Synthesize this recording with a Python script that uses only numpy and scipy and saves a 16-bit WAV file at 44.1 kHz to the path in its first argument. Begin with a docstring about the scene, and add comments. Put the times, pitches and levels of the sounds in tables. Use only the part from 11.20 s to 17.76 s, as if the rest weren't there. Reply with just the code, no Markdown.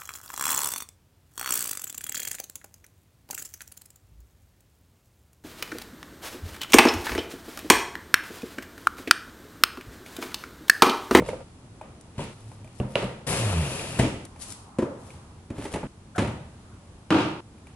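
"""Cardboard boxes put down one by one on a folding table in a garage, heard in stereo from nearby.
Each lands edge by edge, its walls ringing and buzzing, and the big ones rock before they settle.
One is shoved across the top, hissing and juddering as it slows, until it drops flat. A long cardboard
tube is stood on end and its air column booms. Between the blows hands tap and rub the card;
behind them are the reflections of the garage and its faint air."""
import sys
import numpy as np
from scipy import signal
from scipy.fft import rfft, irfft, next_fast_len
from scipy.io import wavfile
from scipy.ndimage import uniform_filter1d

SR = 44100
rng = np.random.default_rng(int(sys.argv[2]) if len(sys.argv) > 2 else 0)


def to_wav(sig):
    """Store sig (one row per channel, or 1-D mono) as 16-bit WAV at the path in sys.argv[1].

    Samples outside -1..1 are clipped; the rate is SR.
    """
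    pcm = np.clip(np.atleast_2d(sig), -1, 1) * 32767
    pcm = np.round(pcm).astype(np.int16)
    wavfile.write(sys.argv[1], SR, pcm.T)  # frames by channels


N = 289204
TIME = np.arange(N) / SR
CUTOFF_HZ = 11150

# an edge, a face or a finger touches down: t/s, object, knock peak/dB, thud/dB, crack/dB
TOUCHDOWNS = [(0.002, "black", -27.5, -29.5, -48), (0.02, "black", -22.5, -43, -54.5),
              (0.087, "black", -20, -42, -43.5), (0.131, "black", -25, -53, -69),
              (0.205, "black", -36.5, -67, -62), (0.444, "finger", -52, -49, -78),
              (0.612, "finger", -34, -65, -57.5), (0.979, "long", -38, -31, -49.5),
              (0.991, "long", -26, -32, -49), (1.316, "finger", -43.5, -49, -63),
              (1.444, "finger", -45, -48, -60), (1.475, "finger", -51, -62, -59.5),
              (1.6, "glossy", -24.5, -24.5, -48.5), (1.645, "glossy", -53, -35, -76),
              (1.755, "glossy", -13.5, -34, -28.5), (1.825, "glossy", -23, -35, -49),
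              (1.842, "glossy", -28.5, -31, -47), (2.7934, "wide", -15, -18.5, -30),
              (3.16, "finger", -45, -64, -62), (3.5855, "small", -15, -23, -42),
              (3.622, "small", -17, -24.5, -46.5), (3.904, "finger", -65, -68, -55),
              (4.302, "brown", -34, -32, -54.5), (4.381, "brown", -33.5, -34, -53.5),
              (4.452, "brown", -26.5, -60, -45.5), (4.538, "brown", -23.5, -31.5, -40),
              (4.557, "brown", -25, -39, -46.5), (4.63, "brown", -28, -32, -74),
              (4.98, "top", -19, -27.5, -31.5), (4.99, "top", -21.5, -26.5, -38.5),
              (5.9044, "tube", -14.5, -22.5, -31.5), (6.381, "finger", -59, -72, -67.5),
              (6.469, "finger", -49, -60, -58)]


def contacts(name):
    """One object's contacts: t/s, knock/dB, thud/dB, crack/dB."""
    return [(s, *levels) for s, who, *levels in TOUCHDOWNS if who == name]


# the modes each box rings with: f/Hz, level/dB, t60/s
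BLACK_MODES = [(204, -7, 0.085), (333, -14, 0.12), (499, 6.5, 0.042), (588, -5.5, 0.092), (915, -6, 0.047),
               (1365, -15, 0.054), (2160, -4.5, 0.017)]
LONG_MODES = [(95, -26, 0.069), (198, -2.5, 0.13), (367, -5, 0.036), (580, -2, 0.03), (950, -2.5, 0.023)]
GLOSSY_MODES = [(127.5, -6.5, 0.32), (198, -2, 0.11), (406, 2.5, 0.029), (570, 4, 0.033), (903, 1, 0.021),
                (1430, -5, 0.015), (2470, 0.5, 0.011), (2760, 4, 0.012), (2880, -19, .14),
                (3920, -2, 0.0094)]
WIDE_MODES = [(138.7, 4.5, 0.12), (208, -0.5, 0.15), (318, -7, 0.055), (489, 0, 0.046), (650, 1, 0.1),
              (883, -7, 0.09)]
SMALL_MODES = [(186, -24, 0.11), (250, -3.5, 0.084), (354, 2, 0.069), (515, 0.5, 0.074), (845, -8, .04),
               (997, -9, 0.086), (2520, -19, 0.013)]
BROWN_MODES = [(114, -4.5, 0.04), (188, -1, 0.051), (296, -7, 0.042), (404, -4.5, 0.097), (558, 0.5, 0.039),
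               (852, -2, 0.037)]
TOP_MODES = [(109, -9, 0.19), (194, -5.5, 0.075), (284, -10, 0.033), (477, -5, 0.056), (740, -19, 0.024),
             (1254, 1, 0.027), (1680, -27, 0.016)]
# the dense buzz of each box's walls: f/Hz, level/dB
BLACK_BUZZ = [(60, -1), (190, 4), (350, -7), (520, -3.5), (850, -15.5), (1700, -21), (2400, -18.5),
              (5000, -31.5), (10500, -29.5)]
LONG_BUZZ = [(50, -11), (130, 10), (200, -1), (330, -8.5), (600, -18), (1400, -23.5), (2700, -20.5),
             (5500, -33.5), (10500, -31)]
GLOSSY_BUZZ = [(55, -14), (130, 1), (270, -0.5), (500, -1), (1000, -12), (1900, -18.5), (2900, -19),
               (3600, -23.5), (6000, -32.5), (10500, -28)]
WIDE_BUZZ = [(45, -18), (135, -7), (260, -2), (600, -13), (1000, -20), (1500, -24.5), (2600, -22.5),
             (4000, -33), (6000, -35.5), (10500, -33)]
SMALL_BUZZ = [(60, -21), (120, -3.5), (180, -3), (250, 4), (340, -3.5), (540, -4.5), (750, -16),
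              (1050, -16), (1600, -20.5), (2500, -27.5), (4500, -35.5), (10500, -35)]
BROWN_BUZZ = [(50, -6), (130, -2), (300, 2), (600, -6.5), (1300, -16.5), (2300, -15.5), (5000, -31),
              (10500, -28.5)]
TOP_BUZZ = [(45, -17), (90, 0), (200, 1.5), (450, -5.5), (800, -8.5), (1500, -17.5), (2700, -23),
            (5500, -36), (10500, -34)]


def boxes():
    """Seven boxes land in turn, left and right of the microphone; some of their tails stop short."""
    long_hits = rocking(contacts("long"), count=3, gap_s=0.0125, softer_db=(8, 6, -1), loss_db=2)
    wide_hits = rocking(contacts("wide"), count=3, gap_s=0.0163, softer_db=(8, 5.5, 12), loss_db=0.3)
    top_hits = rocking(contacts("top"), count=3, gap_s=0.0275, softer_db=(8.5, 1.5, 4), loss_db=2)
    black = blows(contacts("black"), BLACK_MODES, BLACK_BUZZ, buzz_db=-4.5, buzz_t60=0.11,
                  crack_t60=0.096, crest_db=10, pan_db=-2.5, lead_ms=-0.022, give_s=0.00067)
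    long = blows(long_hits, LONG_MODES, LONG_BUZZ, buzz_db=0.5, buzz_t60=0.046,
                 crack_t60=0.13, crest_db=9.5, pan_db=4.5, lead_ms=0.1, give_s=0.00091)
    glossy = blows(contacts("glossy"), GLOSSY_MODES, GLOSSY_BUZZ, buzz_db=2, buzz_t60=0.087,
                   crack_t60=0.015, crest_db=9.5, pan_db=-3.2, lead_ms=-0.024, give_s=0.00049)
    wide = blows(wide_hits, WIDE_MODES, WIDE_BUZZ, buzz_db=0.5, buzz_t60=0.085,
                 crack_t60=0.075, crest_db=8.5, pan_db=6, lead_ms=0.068, give_s=0.00077)
    small = blows(contacts("small"), SMALL_MODES, SMALL_BUZZ, buzz_db=-2.5, buzz_t60=0.095,
                  crack_t60=0.12, crest_db=10, pan_db=3, lead_ms=0.03, give_s=0.0009, lowest_hz=55)
    brown = blows(contacts("brown"), BROWN_MODES, BROWN_BUZZ, buzz_db=0, buzz_t60=0.12,
                  crack_t60=0.074, crest_db=8.5, pan_db=-1, lead_ms=0.0035, give_s=0.00094)
    top = blows(top_hits, TOP_MODES, TOP_BUZZ, buzz_db=6.5, buzz_t60=0.093,
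                crack_t60=0.11, crest_db=8, pan_db=-1.7, lead_ms=0.0081, give_s=0.0009)
    return (in_garage(black, BLACK_BUZZ, wet_db=-5.5, bass_db=-2) * until(0.236)
            + in_garage(long, LONG_BUZZ, wet_db=-3, bass_db=-2) * until(1.137)
            + in_garage(glossy, GLOSSY_BUZZ, wet_db=-2.5, bass_db=-6)
            + in_garage(wide, WIDE_BUZZ, wet_db=-3, bass_db=-5.5) * until(3.073)
            + in_garage(small, SMALL_BUZZ, wet_db=-6.5, bass_db=-1)
            + in_garage(brown, BROWN_BUZZ, wet_db=-3.5, bass_db=-5) * until(4.673)
            + in_garage(top, TOP_BUZZ, wet_db=-2, bass_db=-1.5))


def blows(hits, modes, walls, buzz_db, buzz_t60, crack_t60, crest_db, pan_db, lead_ms, give_s,
          lowest_hz=40, spread_db=3):
    """Each contact rings the modes and buzzes the walls; a flat landing thuds, a corner cracks."""
    t, out = TIME[:SR // 4], np.zeros((2, N + SR))
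    hz, mode_db, t60 = np.transpose(modes)[:, :, None]
    ringing = np.sin(2 * np.pi * hz * t) * from_db(mode_db - 60 * t / t60)
    pressed = 1 - np.exp(-t / give_s)   # card gives way, so the force takes a moment to build
    for s, knock_db, thud_db, crack_db in hits:
        ring = from_db(spread_db * rng.standard_normal(len(modes))) @ ringing
        buzz = from_db(buzz_db) * coloured(rng.standard_normal(len(t)), walls)
        thud = (lowest_hz, 300, thud_db, buzz_t60, 0)
        knock = (300, 1500, knock_db - crest_db, buzz_t60, pan_db / 2)
        crack = (1500, 12000, crack_db, crack_t60, pan_db)
        start = round(s * SR)
        for low_hz, high_hz, level_db, decay_s, pan in (thud, knock, crack):
            vibration = pressed * (buzz * from_db(-60 * t / decay_s) - ring)
            part = bandpass(vibration, low_hz, high_hz, order=3)
            part *= from_db(level_db) / np.sqrt(np.mean(part[:SR // 33] ** 2))   # rms of the first 30 ms
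            out[:, start:start + len(t)] += placed(part, pan, lead_ms)
    return out[:, :N]


def rocking(hits, count, gap_s, softer_db, loss_db):
    """After its last contact the object rocks in evenly spaced rebounds, losing loss_db each time."""
    s, *levels = hits[-1]
    rebound_db = np.subtract(levels, softer_db)   # knock, thud, crack
    return hits + [(s + gap_s * (k + 1), *(rebound_db - loss_db * k)) for k in range(count)]


# the modes of the tube's card: f/Hz, level/dB, t60/s
TUBE_MODES = [(125, -27, .09), (192, 6, 0.059), (274, -4.5, 0.2), (319, -5.5, 0.3), (497, -3, 0.058),
              (737, -1, 0.049), (1170, -16, 0.074)]
# the buzz of its wall: f/Hz, level/dB
TUBE_BUZZ = [(55, -27), (100, -5), (185, -4), (240, -5), (310, 3.5), (480, -12), (750, -13), (1400, -13),
             (1900, -21.5), (2700, -18), (4500, -29), (7000, -37.5), (10500, -39)]


def tube():
    """The tube is stood on end a little to the left, rocks and booms."""
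    hits = rocking(contacts("tube"), count=5, gap_s=0.02, softer_db=(9.5, 9, 6), loss_db=0)
    card = blows(hits, TUBE_MODES, TUBE_BUZZ, buzz_db=-2, buzz_t60=0.19,
                 crack_t60=0.031, crest_db=6.5, pan_db=2.5, lead_ms=0.032, give_s=0.00023, lowest_hz=100)
    return (in_garage(card, TUBE_BUZZ, wet_db=2, bass_db=-1) + boom()) * until(6.208)


# the modes of the air inside the tube: f/Hz, level/dB, t60/s
AIR_COLUMN = [(290.8, -15.5, 0.44), (329, -25, 0.57)]


def boom(build_s=0.012):
    """The landing pumps the tube's air column, which swells to a hollow note and dies away."""
    landing_s = contacts("tube")[0][0]
    t = np.maximum(TIME - landing_s, 0)
    note = sum(np.sin(2 * np.pi * hz * t) * from_db(db - 60 * t / t60) for hz, db, t60 in AIR_COLUMN)
    return -note * (1 - np.exp(-t / build_s))


# sliding card, the grind of its body and the hiss of its edge: f/Hz, level/dB
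GRIND_SPECTRUM = [(45, -19), (100, -7.5), (300, -10.5), (550, -11), (800, -15.5), (1400, -21),
                  (2000, -22.5), (2700, -22), (4200, -28.5), (6000, -33), (11000, -29.5)]
HISS_SPECTRUM = [(1200, -12), (2500, -10.5), (4500, -7), (7000, -5.5), (9000, -0.5), (11000, -0.5)]


def slide(start_s=2.069, stop_s=2.8, slowing_s=0.488):
    """Card shoved over plastic, on the left: grind and hiss fade as it slows, while its edge rings."""
    speed = np.exp(-np.maximum(TIME - start_s, 0) / slowing_s)
    moving = until(stop_s) * (1 - until(start_s))
    chatter_times = 2.18 + np.cumsum([0, 0.033, 0.2, 0.1])   # a hard spell: attack, hold, release
    chatter = np.interp(TIME, chatter_times, [0, 1, 1, 0])
    grind = speed * from_db(-28) * friction(GRIND_SPECTRUM, grain_db=2)
    hiss_db = -32 - 5.5 * chatter   # a hopping box hisses less
    hiss = speed * from_db(hiss_db) * friction(HISS_SPECTRUM, grain_db=1.5)
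    scrape = friction(GRIND_SPECTRUM, grain_db=5.5)
    edge = from_db(-45.5) * rms_one(resonance(scrape, hz=2630, width_hz=410))
    rubbing = placed(grind + edge, pan_db=2.5, lead_ms=0.1) + placed(hiss, pan_db=7.5, lead_ms=0.057)
    in_room = in_garage(rubbing * moving, GRIND_SPECTRUM, wet_db=-5.5) * until(3.073)
    return in_room + judder(speed, chatter) * moving


def judder(speed, chatter, full_speed_hz=156, light_db=-42, chatter_db=16, wobble_db=2):
    """The box sticks and slips ever more slowly, and each slip shakes the table top."""
    slip_hz = full_speed_hz * speed * (1 + 0.0302 * drift(60))
    slips = np.diff(np.floor(np.cumsum(slip_hz) / SR), prepend=0)
    shake = resonance(slips + 1e-18, hz=116, width_hz=66)
    shake /= np.sqrt(uniform_filter1d(shake ** 2, size=2000) + 1e-12)   # even level at any slip rate
    return shake * from_db(light_db + chatter_db * chatter + wobble_db * drift(30))


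def friction(spectrum, grain_db):
    """Fibres catch and let go in tiny uneven bursts."""
    noise = rng.standard_normal(N)
    bursts = from_db(grain_db * drift(900) + grain_db / 2 * drift(70))
    return coloured(noise * bursts, spectrum)


# fingernails and flaps flick the card: t/s, level/dB
FLICKS = [(0.81, -41), (1.0392, -36), (1.8263, -36.5), (3.051, -32.5), (3.303, -30.5), (3.3222, -28.5)]


def snaps(edge_t60=0.0076, flick_t60=0.017, rise_s=0.00061, over_crack_db=11, ceiling_db=-27):
    """Struck edges and flicks: bursts of a few milliseconds, as bright as the hiss of sliding card."""
    t, out = TIME[:SR // 16], np.zeros((2, N))
    edges = [(s, min(crack_db + over_crack_db, ceiling_db), edge_t60, 0)
             for s, *_, crack_db in TOUCHDOWNS]
    flicks = [(s, level_db, flick_t60, 4.5) for s, level_db in FLICKS]
    for s, level_db, t60, pan_db in edges + flicks:
        envelope = (1 - np.exp(-t / rise_s)) * from_db(level_db - 60 * t / t60)
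        burst = coloured(rng.standard_normal(len(t)), HISS_SPECTRUM) * envelope
        start = round(s * SR)
        out[:, start:start + len(t)] += placed(burst, pan_db, lead_ms=0.03)
    return in_garage(out, HISS_SPECTRUM, wet_db=-12.5)


# the modes of card under a fingertip: f/Hz, level/dB, t60/s
FINGER_MODES = [(368, -11, 0.021), (632, -4, 0.13), (860, 10, 0.017), (2380, 9, 0.012)]
# the buzz of the tapped wall: f/Hz, level/dB
FINGER_BUZZ = [(100, 2), (600, -6), (1500, -10.5), (2600, -5.5), (5000, -16.5), (11000, -5)]


def fingers():
    """Light taps near the centre as the boxes are gripped and let go."""
    taps = blows(contacts("finger"), FINGER_MODES, FINGER_BUZZ, buzz_db=2, buzz_t60=0.038,
                 crack_t60=0.049, crest_db=8.5, pan_db=1, lead_ms=0.034, give_s=0.00065)
    return in_garage(taps, FINGER_BUZZ, wet_db=-3.5, bass_db=-17)


# hands and card rubbing on card: t/s, half length/s, grind/dB, hiss/dB
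RUB_STROKES = [(0.075, 0.031, -39.5, -56), (1.02, 0.06, -46.5, -60), (1.244, 0.18, -56.5, -66.5),
               (1.578, 0.045, -57, -61.5), (1.722, 0.038, -57, -59), (1.8, 0.043, -36, -74),
               (2.792, .004, -29, -39), (3.221, 0.023, -60, -43.5), (3.306, 0.028, -50, -46),
               (3.881, 0.086, -59, -59.5), (4.427, 0.066, -44, -53), (4.527, 0.012, -38, -49.5),
               (4.964, 0.0087, -41, -49.5)]


def rubs():
    """Short swells of friction under hands and between boxes, their hiss well to the left."""
    grind_gain, hiss_gain = np.zeros((2, N))
    for s, half_s, grind_db, hiss_db in RUB_STROKES:
        near = np.abs(TIME - s) < 3 * half_s
        swell = np.exp(-((TIME[near] - s) / half_s) ** 2)
        grind_gain[near] += from_db(grind_db) * swell
        hiss_gain[near] += from_db(hiss_db) * swell
    grind = placed(grind_gain * friction(GRIND_SPECTRUM, grain_db=4), pan_db=-1.5, lead_ms=0.048)
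    hiss = placed(hiss_gain * friction(HISS_SPECTRUM, grain_db=4), pan_db=12, lead_ms=0.047)
    return in_garage(grind + hiss, HISS_SPECTRUM, wet_db=-4)


# a low drone, a faint rush, two resonances of a squeak of card, a soft rub:
# from t/s, to t/s, f/Hz, width/Hz, level/dB
NOISE_BANDS = [(1.125, 1.585, 107.7, 17.5, -45.5), (3.026, 4.227, 950, 470, -55),
               (4.949, 4.977, 1460, 260, -39), (4.956, 4.985, 674, 160, -39.5),
               (5.425, 5.602, 1240, 350, -61)]


def swells():
    """Small sounds around the table: each is noise in one resonance, swelling and fading."""
    noise, out = diffuse(N), np.zeros((2, N))
    for start, stop, hz, width_hz, level_db in NOISE_BANDS:
        progress = np.clip((TIME - start) / (stop - start), 0, 1)
        arch = np.sqrt(np.abs(np.sin(np.pi * progress)))
        out += from_db(level_db) * rms_one(resonance(noise, hz, width_hz)) * arch
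    return out


# the garage's decay by band: from f/Hz, to f/Hz, t60/s
ROOM_DECAY = [(20, 167, 0.68), (340, 1350, 0.63), (1660, 4050, 0.62), (4600, 9900, 0.56)]
# resonances that stand out of its reflections: f/Hz, width/Hz, level/dB
ROOM_PEAKS = [(212, 16, 8.5), (277, 9.1, 7), (316.6, 6.4, 10), (363, 16, 5), (540, 75, 5), (931, 51, 7),
              (1207, 49, 5.5), (1367, 63, 3.5), (1570, 8.6, 6), (1970, 60, 2.5), (2420, 110, 1),
              (2730, 34, 0)]


def in_garage(x, spectrum, wet_db, bass_db=3.5, build_s=0.0046):
    """The room stores each band's energy and lets it out as dense reflections in the source's colour."""
    first, last = np.flatnonzero(x[0])[[0, -1]]
    span, out = slice(first, min(last + SR, N)), x.copy()
    size = span.stop - first
    padded = next_fast_len(size)
    hz = np.fft.rfftfreq(padded, 1 / SR)
    peaks_db = sum(db / (1 + (2 * (hz - centre) / width) ** 2) for centre, width, db in ROOM_PEAKS)
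    reflections = rfft(diffuse(padded)) * from_db(at_hz(spectrum, hz) + peaks_db)
    for band, (low, high, t60) in enumerate(ROOM_DECAY):
        energy = bandpass(x[0, span] + 1e-12, low, high) ** 2
        decay, build = from_db(-120 / (t60 * SR)), np.exp(-1 / (build_s * SR))
        for keep in (decay, build):
            energy = signal.lfilter([1 - keep], [1, -keep], energy + 1e-24)
        share = 1 / (1 + (hz / high) ** 4) - 1 / (1 + (hz / low) ** 4)
        wash = rms_one(irfft(reflections * share, padded)[:, :size])
        out[:, span] += from_db(wet_db + bass_db * (band == 0)) * np.sqrt(energy) * wash
    return out


# the steady air of the garage: f/Hz, level/dB
ROOM_TONE = [(15, -43), (25, -8.5), (59, -3), (92, 2), (141, -4.5), (223, -6), (492, -17), (603, -18),
             (840, -18.5), (1140, -21.5), (1850, -28), (3500, -30.5), (5530, -32.5), (10200, -32.5),
             (11000, -35.5), (14300, -71), (22000, -120)]


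def garage_air(level_db=-48.5, wander_db=0.78):
    """Faint room tone all around the microphone, its level wandering slightly."""
    return from_db(level_db + wander_db * drift(2.27)) * coloured(diffuse(N), ROOM_TONE)


# diffuse sound at the two sides of the microphone: f/Hz, correlation (-1 to 1)
COHERENCE = [(100, 1), (250, 0.95), (500, 0.84), (1000, 0.43), (2000, 0.066), (4000, -.1), (11000, 0)]


def diffuse(size):
    """Stereo white noise, alike on both sides in the bass only."""
    padded = next_fast_len(size)
    alike = np.clip(at_hz(COHERENCE, np.fft.rfftfreq(padded, 1 / SR)), -0.999, 0.999)
    mid, side = rfft(rng.standard_normal((2, padded)))
    pair = np.sqrt(1 + alike) * mid + np.sqrt(1 - alike) * side * [[1], [-1]]
    return rms_one(irfft(pair, padded)[:, :size])


def placed(x, pan_db, lead_ms):
    """A source to the left is louder there and reaches the right of the microphone later."""
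    t = TIME[:len(x)]
    delayed = np.interp(t - lead_ms / 1000, t, x)
    return np.array([x * from_db(pan_db / 2), delayed * from_db(-pan_db / 2)])


def coloured(x, spectrum):
    """Give a noise its spectrum; rms 1."""
    size = next_fast_len(x.shape[-1])
    hz = np.fft.rfftfreq(size, 1 / SR)
    gain = from_db(at_hz(spectrum, hz)) * (hz < CUTOFF_HZ)
    return rms_one(irfft(rfft(x, size) * gain, size)[..., :x.shape[-1]])


def drift(rate_hz):
    """A smooth random wander; rms 1."""
    knots = rng.standard_normal(N // 4)
    return rms_one(np.interp(TIME * rate_hz, np.arange(len(knots)), knots))


def until(s):
    """A gate that shuts over the 3 ms before time s."""
    return np.clip((s - TIME) / 0.003, 0, 1)


def resonance(x, hz, width_hz):
    """Pass one band around hz."""
    return bandpass(x, hz - width_hz / 2, hz + width_hz / 2)


def bandpass(x, low_hz, high_hz, order=2):
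    """Pass the band between two edges."""
    return signal.sosfilt(signal.butter(order, [low_hz, high_hz], "band", fs=SR, output="sos"), x)


def at_hz(points, hz):
    """Read a table on a log-frequency axis."""
    f, value = np.transpose(points)
    return np.interp(np.log(np.maximum(hz, 1)), np.log(f), value)


def from_db(db):
    """Decibels to gain."""
    return 10 ** (np.asarray(db) / 20)


def rms_one(x):
    """Scale to rms 1."""
    return x / np.sqrt(np.mean(x ** 2) + 1e-20)


def scene():
    """Boxes, tube and hands at the table, with the air of the garage behind them."""
    return boxes() + tube() + fingers() + snaps() + slide() + rubs() + swells() + garage_air()


def record(dry):
    """The microphone's signal, with the top treble cut steeply."""
    return signal.sosfilt(signal.ellip(12, 0.2, 70, CUTOFF_HZ, fs=SR, output="sos"), dry)


dry = scene()
out = record(dry)
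to_wav(out)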